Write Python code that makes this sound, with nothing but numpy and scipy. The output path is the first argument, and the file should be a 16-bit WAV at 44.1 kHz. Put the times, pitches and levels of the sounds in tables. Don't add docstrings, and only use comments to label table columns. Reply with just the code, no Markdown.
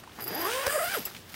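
import sys
import numpy as np
from scipy import signal
from scipy.fft import rfft, irfft
from scipy.io import wavfile
from scipy.ndimage import uniform_filter1d

SR = 44100
rng = np.random.default_rng(int(sys.argv[2]) if len(sys.argv) > 2 else 0)


def to_wav(sig):
    pcm = np.clip(np.atleast_2d(sig), -1, 1) * 32767
    pcm = np.round(pcm).astype(np.int16)
    wavfile.write(sys.argv[1], SR, pcm.T)


N = 59535

# pitch_hz, level_db
AIR_TONE = [(20, -38), (40, -5), (60, -1), (110, -0.5), (170, -3), (280, -5), (600, -9.5), (1200, -12.5),
            (3000, -15.5), (8000, -25), (16000, -29.5)]
# time_s, level_db
RUSTLE_LEVELS = [(0, -50.5), (.06, -84), (.1, -66), (.16, -51.5), (.6, -44.5), (1.03, -42), (1.08, -46),
                 (1.17, -50.5), (1.23, -60), (1.27, -54.5), (1.32, -46), (1.35, -44.5)]
# pitch_hz, level_db
RUSTLE_TONE = [(200, -1.5), (600, -2), (1200, -1), (2600, -2.5), (5000, -2), (8000, -9.5), (15500, -4.5)]
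# start_s, level_db, pitch_hz
CREASES = [(0.0372, -37, 1020), (.0765, -43, 900), (0.096, -43.5, 1070), (.12, -49, 3100),
           (0.1892, -38.5, 1050), (1.075, -40, 1410), (1.087, -47, 1395), (1.112, -44, 1300),
           (1.1484, -39.5, 1245), (1.1492, -35, 2720), (1.165, -38, 2450), (1.314, -52, 1430),
           (1.343, -38, 2150)]

# time_s, teeth_per_s
SLIDER_SPEED = [(0.184, 112), (.26, 121), (0.299, 153), (.33, 195.5), (.39, 334), (.446, 344), (0.493, 452),
                (.56, 520), (0.631, 557), (.646, 482), (.68, 558), (0.721, 581), (.756, 626), (.78, 528),
                (.8, 704), (.824, 620), (.854, 726), (.87, 682), (.906, 800), (.938, 782), (.96, 596),
                (.974, 475), (0.985, 335), (1.0, 198), (1.021, 150), (1.055, 420), (1.16, 205), (1.249, 73)]
# time_s, click_db, rasp_db, hiss_db
TOOTH_LEVELS = [(.183, -49, -66, -72), (.192, -42.5, -50, -65), (.238, -45.5, -62, -49),
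                (.252, -62, -74, -59), (.265, -42.5, -51, -49), (.36, -38.5, -44.5, -95),
                (.42, -37, -44, -51), (.465, -34, -41.5, -42), (.535, -38.5, -35, -37),
                (.6, -37.5, -41, -39.5), (.648, -36.5, -39.5, -44.5), (.675, -35, -45, -40.5),
                (.724, -34.5, -40.5, -32), (.765, -37, -64, -35), (.84, -37.5, -40, -38),
                (.91, -45, -38, -40.5), (.948, -32.5, -37, -37.5), (.985, -44.5, -43, -41),
                (1.04, -65, -58, -71), (1.07, -45.5, -45, -45), (1.11, -59, -69, -67),
                (1.17, -60, -50.5, -53), (1.22, -82, -61, -62)]
# pitch_hz, level_db
SLOW_CLICK_TONE = [(90, -19), (200, -10.5), (380, 3), (560, -1), (800, 2.5), (1100, -3.5), (1400, -3),
                   (1800, 0.5), (2400, -13), (3000, -13.5), (4200, -26), (8000, -31)]
# pitch_hz, level_db
FAST_CLICK_TONE = [(150, -28), (500, -1.5), (900, -8.5), (1200, -2.5), (1500, 1.5), (1850, -2.5),
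                   (2400, -9.5), (3100, -8.5), (4200, -27), (8000, -30)]
# pitch_hz, level_db
RASP_TONE = [(1200, -13), (2200, 1), (3000, 1), (3700, -1.5), (4300, -4), (5400, -2.5), (6600, -6.5),
             (9000, -30), (16000, -15)]
# pitch_hz, level_db
HISS_TONE = [(4000, -18.5), (6800, -5.5), (8200, 1.5), (9500, 1.5), (11000, -4), (13000, -8), (15500, -1)]
# time_s, first_db, second_db, third_db
WHIRR_LEVELS = [(.19, -58, -52, -58), (.26, -54.5, -57.5, -48.5), (.32, -46, -44.5, -55),
                (.36, -47.5, -54, -44), (.39, -40, -52, -43), (.425, -45, -61, -42.5),
                (.455, -40.5, -66, -32.5), (.485, -43.5, -37.5, -39.5), (.52, -42, -56, -45),
                (.56, -36.5, -36, -71), (.63, -41.5, -44.5, -61), (.647, -49.5, -39, -38),
                (.68, -26.5, -61, -62), (.698, -59, -52, -33), (.732, -43.5, -65, -76),
                (.756, -28, -36.5, -37), (.79, -35, -37.5, -42), (.855, -33.5, -44, -42.5),
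                (.885, -50, -36.5, -55), (.91, -50, -33.5, -45), (.935, -52, -43, -73),
                (.948, -57, -28.5, -51), (.96, -42.5, -56, -57), (.978, -31, -40, -64),
                (1.005, -45, -85, -62), (1.03, -69, -70, -75), (1.06, -59.5, -73, -65),
                (1.13, -70, -84, -76), (1.16, -51, -87, -84), (1.24, -68, -77, -86)]

# pitch_hz, fade_s, struck_db, buzzing_db
TAB_NOTES = [(4883, 0.034, -3, -3), (7370, 0.037, -38, -37), (9200, 0.017, -16, -15), (11685, 0.1, 0.5, -1),
             (11830, 0.039, -4.5, -23), (15480, 0.12, -7.5, -14)]
# start_s, level_db
TAB_TAPS = [(.2062, -36), (0.2211, -33), (0.2404, -30), (0.269, -45), (0.2782, -25.5), (0.3481, -30.5),
            (.392, -39), (0.4052, -34), (.415, -26), (.4467, -31.5), (.463, -31.5), (.556, -49),
            (0.703, -34.5), (0.819, -35), (.842, -33)]
# time_s, level_db
BUZZ_LEVELS = [(.2, -54), (.32, -43), (.46, -42), (.53, -56), (.64, -48), (.72, -42), (.79, -45),
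               (.85, -45.5), (.92, -47), (.96, -39.5), (1.03, -63), (1.075, -47), (1.11, -60)]
# time_s, level_db
HIGH_BUZZ_LEVELS = [(.935, -46), (.955, -36.5), (.975, -50), (.997, -39), (1.03, -59)]
# start_s, level_db
TAB_CLACKS = [(1.053, -26), (1.0565, -33), (1.061, -39)]
# pitch_hz, fade_s, level_db
CLACK_NOTES = [(2800, 0.011, -1.5), (5210, 0.041, -8.5), (7690, 0.053, -6.5), (11720, 0.046, 0),
               (12660, 0.017, -2), (15600, .03, 0)]
# pitch_hz, level_db
SNAP_TONE = [(2000, -23), (9000, -11), (11700, -8), (13500, -4), (15500, 1)]

# start_s, level_db
SEAM_JOLTS = [(0.665, -26), (.6662, -34), (.668, -18), (0.6795, -29)]
# pitch_hz, level_db
JOLT_TONE = [(200, -10), (600, 8), (1400, 4), (2500, -5.5), (4200, -6), (6000, 1.5), (7000, -8.5),
             (9000, -1.5), (12000, -16), (15500, -3.5)]

TIME_S = np.arange(N) / SR


def undb(db):
    return 10 ** (np.asarray(db) / 20)


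def unit(x):
    return x / np.sqrt(np.mean(x ** 2))


def steady(x, size=1300):
    return x / np.sqrt(np.abs(uniform_filter1d(x ** 2, size=size)) + 1e-3 * np.mean(x ** 2))


def fader(table, column=1, fade_db_per_s=900):
    rows = np.array(table)
    outside_s = np.maximum(0, np.maximum(rows[0, 0] - TIME_S, TIME_S - rows[-1, 0]))
    return undb(np.interp(TIME_S, rows[:, 0], rows[:, column]) - fade_db_per_s * outside_s)


def drift(per_s):
    size = int(SR / per_s)
    return unit(uniform_filter1d(uniform_filter1d(rng.standard_normal(N), size), size))


def through(x, response):
    return signal.fftconvolve(x, response)[:N]


def colour(x, tone, size=4096):
    hz, db = np.array(tone).T
    grid_hz = np.maximum(np.fft.rfftfreq(size, 1 / SR), 1)
    cepstrum = irfft(np.log(undb(np.interp(np.log(grid_hz), np.log(hz), db))))
    cepstrum[1:size // 2] *= 2
    cepstrum[size // 2 + 1:] = 0
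    response = irfft(np.exp(rfft(cepstrum)))
    return through(x, response / np.linalg.norm(response))


def decay(start_s, fade_s, rise_s=0.0014):
    age = np.maximum(TIME_S - start_s, 0)
    return np.minimum(age / rise_s, 1) * np.exp(-np.log(1000) * age / fade_s)


def burst(start_s, fade_s, rise_s=0.00081):
    age = TIME_S - start_s
    return np.exp(np.minimum(age / rise_s, -np.log(1000) * age / fade_s))


def ring(start_s, notes):
    age = TIME_S - start_s
    return sum(undb(db) * decay(start_s, fade_s) * np.sin(2 * np.pi * hz * age)
               for hz, fade_s, db in notes)


def grains(per_s, spread_db):
    hits = rng.random(N) < per_s / SR
    return hits * rng.choice([-1, 1], N) * undb(spread_db * rng.standard_normal(N))


def garden_air(level_db=-51):
    return undb(level_db) * unit(colour(rng.standard_normal(N), AIR_TONE))


def cloth():
    out = unit(colour(grains(per_s=2000, spread_db=4.5), RUSTLE_TONE)) * fader(RUSTLE_LEVELS)
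    for start_s, db, hz in CREASES:
        crease = signal.lfilter(*signal.iirpeak(hz, Q=1 / 0.26, fs=SR), rng.standard_normal(N))
        out += undb(db) * unit(crease) * burst(start_s, fade_s=0.024)
    return out


def tent_echo(sound, level_db=-13.5):
    walls = rng.standard_normal(N) * decay(.004, fade_s=0.14)
    return undb(level_db) * through(sound, walls / np.linalg.norm(walls))


def edge_strikes(passed, rate):
    new_tooth = np.diff(np.floor(passed), prepend=0)
    early = new_tooth * (passed % 1) * SR / rate
    return new_tooth - early + np.roll(early, -1)


def teeth(passed, rate, count=1200, scatter_db=1.5):
    timing, strength = rng.standard_normal((count, 2)).T
    seated = passed + .06 * np.interp(passed, np.arange(count), timing)
    tooth = np.floor(seated).astype(int)
    force = undb(scatter_db * strength[tooth])
    clicks = np.diff(tooth, prepend=tooth[0]) * force
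    contact = force * np.exp(-(seated % 1) / 0.84)
    grit, rasp, hiss = contact * rng.standard_normal((3, N))
    push = steady(clicks) + unit(grit)
    fast = np.clip((rate - 294) / (615 - 294), 0, 1)
    clicking = (1 - fast) * colour(push, SLOW_CLICK_TONE) + fast * colour(push, FAST_CLICK_TONE)
    grip = np.clip((801.5 - rate) / 62, 0, 1)
    edges = 0.87 * fast * grip * unit(edge_strikes(passed, rate))
    rasping = steady(colour(unit(rasp) + edges, RASP_TONE)) * fader(TOOTH_LEVELS, column=2)
    hissing = steady(colour(unit(hiss) + edges, HISS_TONE)) * fader(TOOTH_LEVELS, column=3)
    return steady(clicking) * fader(TOOTH_LEVELS, column=1) + rasping + hissing


def whirr(passed, roughness=(0.38, 0.61, 0.95)):
    out = 0
    for multiple, rough in enumerate(roughness, 1):
        flutter = 1 + rough * (drift(per_s=202) + 1j * drift(per_s=202))
        hum = np.real(flutter * np.exp(2j * np.pi * multiple * passed))
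        out += unit(hum) * fader(WHIRR_LEVELS, column=multiple)
    return out


def zipper():
    rate = np.interp(TIME_S, *np.array(SLIDER_SPEED).T) * (1 + .005 * drift(per_s=150))
    passed = np.cumsum(rate) / SR
    return teeth(passed, rate) + whirr(passed)


def tab_buzz(hz, fade_s):
    return steady(through(grains(per_s=300, spread_db=2), ring(0, [(hz, fade_s, 0)])), size=400)


def tab_tap(start_s):
    tick = burst(start_s, fade_s=0.015, rise_s=0.0016) * colour(rng.standard_normal(N), HISS_TONE)
    return ring(start_s, np.array(TAB_NOTES)[:, :3]) + undb(-9.5) * tick


def seam(thump_hz=88, thump_fade_s=0.067, thump_db=-30.5):
    jolts = sum(undb(db) * burst(start_s, fade_s=0.014) for start_s, db in SEAM_JOLTS)
    tug_s, _ = max(SEAM_JOLTS, key=lambda row: row[1])
    thump = ring(tug_s, [(thump_hz, thump_fade_s, thump_db)])
    return colour(jolts * rng.standard_normal(N), JOLT_TONE) + thump


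def tab_clack(start_s):
    snap = burst(start_s, fade_s=.004) * colour(rng.standard_normal(N), SNAP_TONE)
    return ring(start_s, CLACK_NOTES) + undb(4.5) * snap


def pull_tabs():
    taps = sum(undb(db) * tab_tap(start_s) for start_s, db in TAB_TAPS)
    clacks = sum(undb(db) * tab_clack(start_s) for start_s, db in TAB_CLACKS)
    buzz = sum(undb(db) * tab_buzz(hz, fade_s) for hz, fade_s, _, db in TAB_NOTES)
    high_buzz = tab_buzz(hz=12790, fade_s=0.019)
    return taps + clacks + buzz * fader(BUZZ_LEVELS) + high_buzz * fader(HIGH_BUZZ_LEVELS)


def scene():
    door = zipper() + pull_tabs() + seam() + cloth()
    return (door + tent_echo(door) + garden_air())[None]


def record(dry, low_hz=52, top_hz=15750):
    thin = signal.sosfilt(signal.butter(2, low_hz, "high", fs=SR, output="sos"), dry)
    return signal.sosfilt(signal.ellip(10, .2, 75, top_hz, fs=SR, output="sos"), thin)


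dry = scene()
out = record(dry)
to_wav(out)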